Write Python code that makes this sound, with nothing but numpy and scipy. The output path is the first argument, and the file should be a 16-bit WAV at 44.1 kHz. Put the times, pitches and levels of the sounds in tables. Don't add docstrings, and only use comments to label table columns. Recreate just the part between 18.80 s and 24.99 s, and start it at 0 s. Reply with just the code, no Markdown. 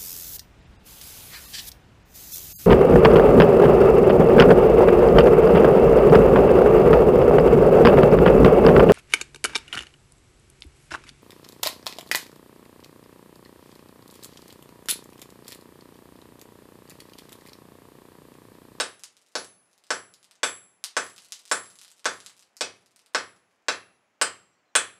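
import sys
import numpy as np
from scipy import signal
from scipy.fft import rfft, irfft
from scipy.io import wavfile

SR = 44100
rng = np.random.default_rng(int(sys.argv[2]) if len(sys.argv) > 2 else 0)


def pcm_store(signal):
    levels = np.round(np.clip(np.atleast_2d(signal), -1, 1) * 32767)
    wavfile.write(sys.argv[1], SR, levels.astype(np.int16).T)


def rack_gain(trim_db):
    fader = np.asarray(trim_db, float)
    return 10 ** (fader / 20)


N = 272971

# t/s, knock/dB per Hz, clack/dB per Hz, face-on-face zing/dB per Hz,
# note of the bar as it shortens and turns f/Hz
BLOWS = [(0.0006, 18, 10, 12, 3870), (0.5533, 13, 1, -34, 5400), (1.1050, 21, 4, 3, 4730),
         (1.632, 21.5, 11.5, 9.5, 3510), (2.167, 23, 4.5, 6.5, 3400), (2.714, 24, 2, 16, 3500),
         (3.2556, 22.5, 5, 7, 3500), (3.809, 11, 9.5, 5, 2590), (4.3475, 23.5, 8.5, 2.5, 2276),
         (4.884, 22, 11.5, -11.5, 2720), (5.414, 24, 12, 20, 3180), (5.953, 26, 16, 24, 3420)]


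def rms_one(x):
    return x / np.sqrt(np.mean(x ** 2) + 1e-30)


def at_hz(points, hz):
    table_hz, values = np.transpose(points)
    return np.interp(np.log(hz), np.log(table_hz), values)


def band_pass(x, band_hz):
    return signal.sosfilt(signal.butter(2, band_hz, "band", fs=SR, output="sos"), x)


def clicks(times, levels_db):
    out = np.full(N, 1e-18)
    places = np.round(np.asarray(times) * SR).astype(int)
    out[np.clip(places, 0, N - 1)] = rack_gain(levels_db)
    return out


def ring(x, hz, t60):
    r, w = rack_gain(-60 / (t60 * SR)), 2 * np.pi * hz / SR
    return signal.lfilter([0, np.sin(w)], [1, -2 * r * np.cos(w), r * r], x)


def contacts(times, levels_db, band_hz, contact_s, rough):
    length = 900
    t = np.arange(length) / SR
    click = (t == 0) * 1.0
    aftermath = rng.standard_normal((len(times), length)) * np.exp(-t / contact_s)
    bursts = band_pass(click + rough * aftermath, band_hz)
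    click_energy = np.sum(band_pass(click, band_hz) ** 2)
    bursts *= np.sqrt(click_energy / np.sum(bursts ** 2, axis=1, keepdims=True))
    out = np.full(N + length, 1e-18)
    for s, db, burst in zip(times, levels_db, bursts):
        i = max(round(s * SR), 0)
        out[i:i + length] += rack_gain(db) * burst
    return out[:N]


def shed(x, echoes, tail_db, rise_s):
    # f/Hz, t60/s
    shed_t60 = [(60, 0.22), (120, 0.88), (260, 0.33), (700, 0.27), (1800, 0.28), (4800, 0.21), (9000, 0.18),
                (14000, 0.072)]
    linger_db = -31
    t = np.arange(SR) / SR
    white = rng.standard_normal((2, SR))
    edges_hz = 50 * 2 ** np.arange(0, 8.6, .5)
    tail = 0
    for k, (low, high) in enumerate(zip(edges_hz, edges_hz[1:])):
        fall_db = -60 * t / at_hz(shed_t60, np.sqrt(low * high))
        decay = rack_gain(fall_db) + rack_gain(linger_db + 0.32 * fall_db)
        tail = tail + band_pass(white[k % 2], [low, high]) * decay
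    response = rack_gain(tail_db) * tail * (1 - np.exp(-t / rise_s))
    response[0] += 1
    for s, db in echoes:
        response[round(s * SR)] += rack_gain(db)
    return signal.fftconvolve(x, response)[:N]


def air():
    # f/Hz, level/dB per Hz
    air_colour = [(25, -32.5), (80, -14), (240, 0.5), (700, 3), (2500, -3), (4000, -13.5), (7000, -13.5),
                  (10000, -28.5)]
    hz = np.maximum(np.fft.rfftfreq(N, 1 / SR), 1)
    spectrum = rfft(rng.standard_normal(N)) * rack_gain(at_hz(air_colour, hz))
    return rack_gain(-71.5) * rms_one(irfft(spectrum, N))


def birds():
    # t/s, length/s, first f/Hz, middle f/Hz, last f/Hz
    bird_calls = [
        (.37, .08, 4900, 5020, 4650),
        (.72, .11, 4250, 4550, 5050),
        (4.54, .06, 5700, 5750, 5680),
        (5.12, .06, 5700, 5780, 5800),
        (5.71, .09, 5750, 5700, 5800),
        (5.72, .12, 3650, 4450, 4120),
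        (5.84, .09, 4200, 4100, 3870),
        (5.91, .05, 5850, 5720, 5750),
    ]
    t, out = np.arange(N) / SR, 0
    for start, length, first_hz, middle_hz, last_hz in bird_calls:
        u = np.clip((t - start) / length, 0, 1)
        bow_hz = (2 * middle_hz - first_hz - last_hz) * 2 * u * (1 - u)
        hz = first_hz + (last_hz - first_hz) * u + bow_hz
        out = out + np.sin(np.pi * u) * np.sin(2 * np.pi * np.cumsum(hz) / SR)
    flutter = signal.lfilter([1], [1, -1.99, .990025], rng.standard_normal(N))
    return rack_gain(-78.5) * out * (.8 + .3 * rms_one(flutter))


def charcoal():
    # t/s, peak level/dB, low part against the top/dB
    lump_pops = [(0.2363, -19, -9), (0.6456, -28, -7), (1.339, -32, -21), (1.5114, -35, -2.5),
                 (2.0402, -9, -9.5), (2.3805, -28, -7), (2.4595, -42, -1), (2.522, -14.5, -10.5),
                 (2.596, -36, -4), (2.654, -30.5, -9.5), (2.9884, -30, -11.5), (3.0147, -28.5, -6.5),
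                 (3.048, -33, -0.5), (3.2449, -26.5, 4.5), (3.3358, -32, -21), (3.4624, -22, -7.5),
                 (3.4967, -34.5, 1), (3.768, -27.5, -10)]
    # t/s, peak level/dB
    more_pops = [(0.195, -35.5), (0.368, -38), (0.464, -46), (0.931, -44.5), (0.9788, -42.5),
                 (1.039, -40), (1.068, -41), (1.4294, -38.5), (1.444, -37), (1.555, -42), (2.3484, -67.5),
                 (2.403, -38.5), (2.421, -36), (2.6778, -32.5), (2.8597, -37.5), (2.9562, -35),
                 (3.0805, -35), (3.1161, -33.5), (3.1948, -38.5), (3.4032, -30), (3.594, -37),
                 (3.6253, -38), (4.061, -41.5), (4.15, -81), (4.1615, -36), (4.193, -39), (4.2617, -39.5),
                 (4.337, -47), (4.5632, -47.5), (4.7112, -56.5)]
    # low f/Hz, high f/Hz
    pop_bands = [
        (650, 3300),
        (3500, 11000),
    ]
    # t/s, level/dB
    draught = [(0, -65), (1.6, -84), (1.75, -96), (2.05, -107), (2.25, -55), (3.1, -62), (3.6, -63.5),
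               (3.75, -75), (4.3, -73.5), (4.5, -79.5), (6.19, -108.5)]
    more_pops_low_db = -7
    cracks_per_s, crack_spread_db = 90, 5

    events = lump_pops + [(s, db, more_pops_low_db) for s, db in more_pops]
    s, top_db, low_db = np.transpose(events)
    low = contacts(s, top_db + low_db + 6.0, pop_bands[0], contact_s=0.00013, rough=.15)
    top = contacts(s, top_db + 8.5, pop_bands[1], contact_s=0.0003, rough=0.2)

    sizes = rack_gain(crack_spread_db * np.minimum(rng.exponential(1, N), 3)) * rng.choice([-1, 1], N)
    cracks = sizes * (rng.random(N) < cracks_per_s / SR)
    cracks = rms_one(band_pass(cracks, [3000, 11500]))
    sizzle_db = np.interp(np.arange(N) / SR, *np.transpose(draught)) - 5.5
    return top - low + cracks * rack_gain(sizzle_db)


def block():
    # f/Hz, level at a mean knock/dB, t60/s
    block_modes = [(496, -33.5, .15), (605, -38, .13), (895, -38, .12), (1280, -35, .1), (1390, -39, .1),
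                   (1508, -28.5, .16), (1616, -31.5, .14), (1698, -32, .14), (1780, -30.5, .14)]
    mean_knock_db = 20
    s, knock = np.transpose(BLOWS)[:2]
    out = 0
    for k, (hz, db, t60) in enumerate(block_modes):
        struck = clicks(s, db + min(hz / 1600, 1) * (knock - mean_knock_db))
        swelling = ring(struck, hz, t60) - ring(struck, hz, t60=.015)
        out = out + (-1) ** k * swelling
    return out


def bar():
    s, _, clack, zing_db, note_hz = np.transpose(BLOWS)
    note = 0
    for at, db, hz in zip(s, -40 + 1.05 * clack, note_hz):
        note = note + ring(clicks([at], [db]), hz, t60=0.033)
    scale_db = -12.5 + 0.93 * zing_db - 14.0
    return note + contacts(s, scale_db, (9600, 14500), contact_s=0.00086, rough=0.067)


def hammer_head():
    # t/s, bending mode/dB, its twin across the face against it/dB,
    # upper mode/dB, its twin against it/dB
    head_ringing = [(0, -42.5, -12, -45, -10), (0.553, -48, -5, -40.5, -10), (1.105, -37, -10, -43.5, -11),
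                    (1.631, -27.5, -11.5, -37.5, 0), (2.166, -35, -11, -43.5, -3),
                    (2.713, -35, -3, -37.5, -3), (3.254, -50, 4.5, -45.5, -7),
                    (3.808, -57, -5, -57.5, -8.5), (4.346, -41.5, -18.5, -49.5, -2.5),
                    (4.884, -47, -14.5, -49, -2), (5.414, -35.5, -8.5, -59, 12.5),
                    (5.953, -38, -4.5, -44.5, 1.5)]
    head_hz = [7596, 7687, 10122, 10897, 11610, 6309, 10690, 13140, 14840]
    head_t60 = [.55, .37, .62, .4, .6, .49, .45, .5, .2]
    weak_db = [-19, -6, -21, -22, -24]
    grip_shift = [-2.8, -1.8, -.4, -.3, -1.2]
    weak_spread_db = 2.5

    s, bend, twin, upper, upper_twin = np.transpose(head_ringing)
    levels = [bend + twin, bend, upper, upper + upper_twin]
    for db, shift in zip(weak_db, grip_shift):
        chance = weak_spread_db * rng.standard_normal(len(s))
        levels.append(upper + np.maximum(upper_twin, -4) + db + shift * s + chance)
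    strike_s = np.transpose(BLOWS)[0]
    out = 0
    for db, hz, t60 in zip(levels, head_hz, head_t60):
        struck = clicks(strike_s, db)
        swelling = ring(struck, hz, t60) - ring(struck, hz, t60=0.01)
        waver_db = 1.3 * rms_one(signal.lfilter([1], [1, -1.996, .996004], rng.standard_normal(N)))
        out = out + swelling * rack_gain(waver_db)
    return out


def blows():
    # low f/Hz, high f/Hz
    blow_bands = [
        (300, 800),
        (1050, 1950),
        (2150, 4000),
        (4200, 7100),
        (7400, 9000),
    ]
    strike_grit = [.005, .015, .06, .1]
    s, knock, clack, zing_db, _ = np.transpose(BLOWS)
    thud = 11 + 0.16 * knock
    tick = 10 + 0.55 * s
    body = 0
    for k, (db, band, grit) in enumerate(zip([thud, knock, clack, tick], blow_bands, strike_grit)):
        trim_db = 13 if k == 1 else 8.5
        body = body + (-1) ** k * contacts(s, db - trim_db, band, contact_s=0.0039, rough=grit)
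    zing = contacts(s, zing_db - 8.5, blow_bands[4], contact_s=0.0033, rough=0.067)
    lag = round(.0068 * SR)
    roof = np.concatenate([np.zeros(lag), zing[:-lag]])
    stump = contacts(s + 0.0013, thud - 23, (60, 230), contact_s=0.0017, rough=0.03)
    return body + .3 * zing + roof + stump


def scene():
    # t/s, level/dB
    anvil_echoes = [(.0011, -5.5), (.0029, -4.5), (.0068, -3), (.0113, -9.5)]
    # t/s, level/dB
    hearth_echoes = [(.0008, -11), (.0050, -4), (.0097, -10.5)]
    mic_low_hz, mic_top_hz = 162, 11100
    background = air() + birds()
    hearth = shed(charcoal(), hearth_echoes, tail_db=-27.5, rise_s=0.0016)
    anvil = shed(bar() + blows(), anvil_echoes, tail_db=-23.5, rise_s=0.00035)
    near = hearth + block() + anvil
    near = signal.sosfilt(signal.butter(1, mic_low_hz, "high", fs=SR, output="sos"), near)
    near = signal.sosfilt(signal.butter(2, mic_top_hz, fs=SR, output="sos"), near)
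    return (background + near + hammer_head())[None]


def top_cut(x):
    return signal.sosfilt(signal.butter(12, 16550, fs=SR, output="sos"), x)


def record(dry):
    mix = signal.sosfilt(signal.cheby2(10, 50, 16700, fs=SR, output="sos"), dry)
    return top_cut(mix)


dry = scene()
out = record(dry)
pcm_store(out)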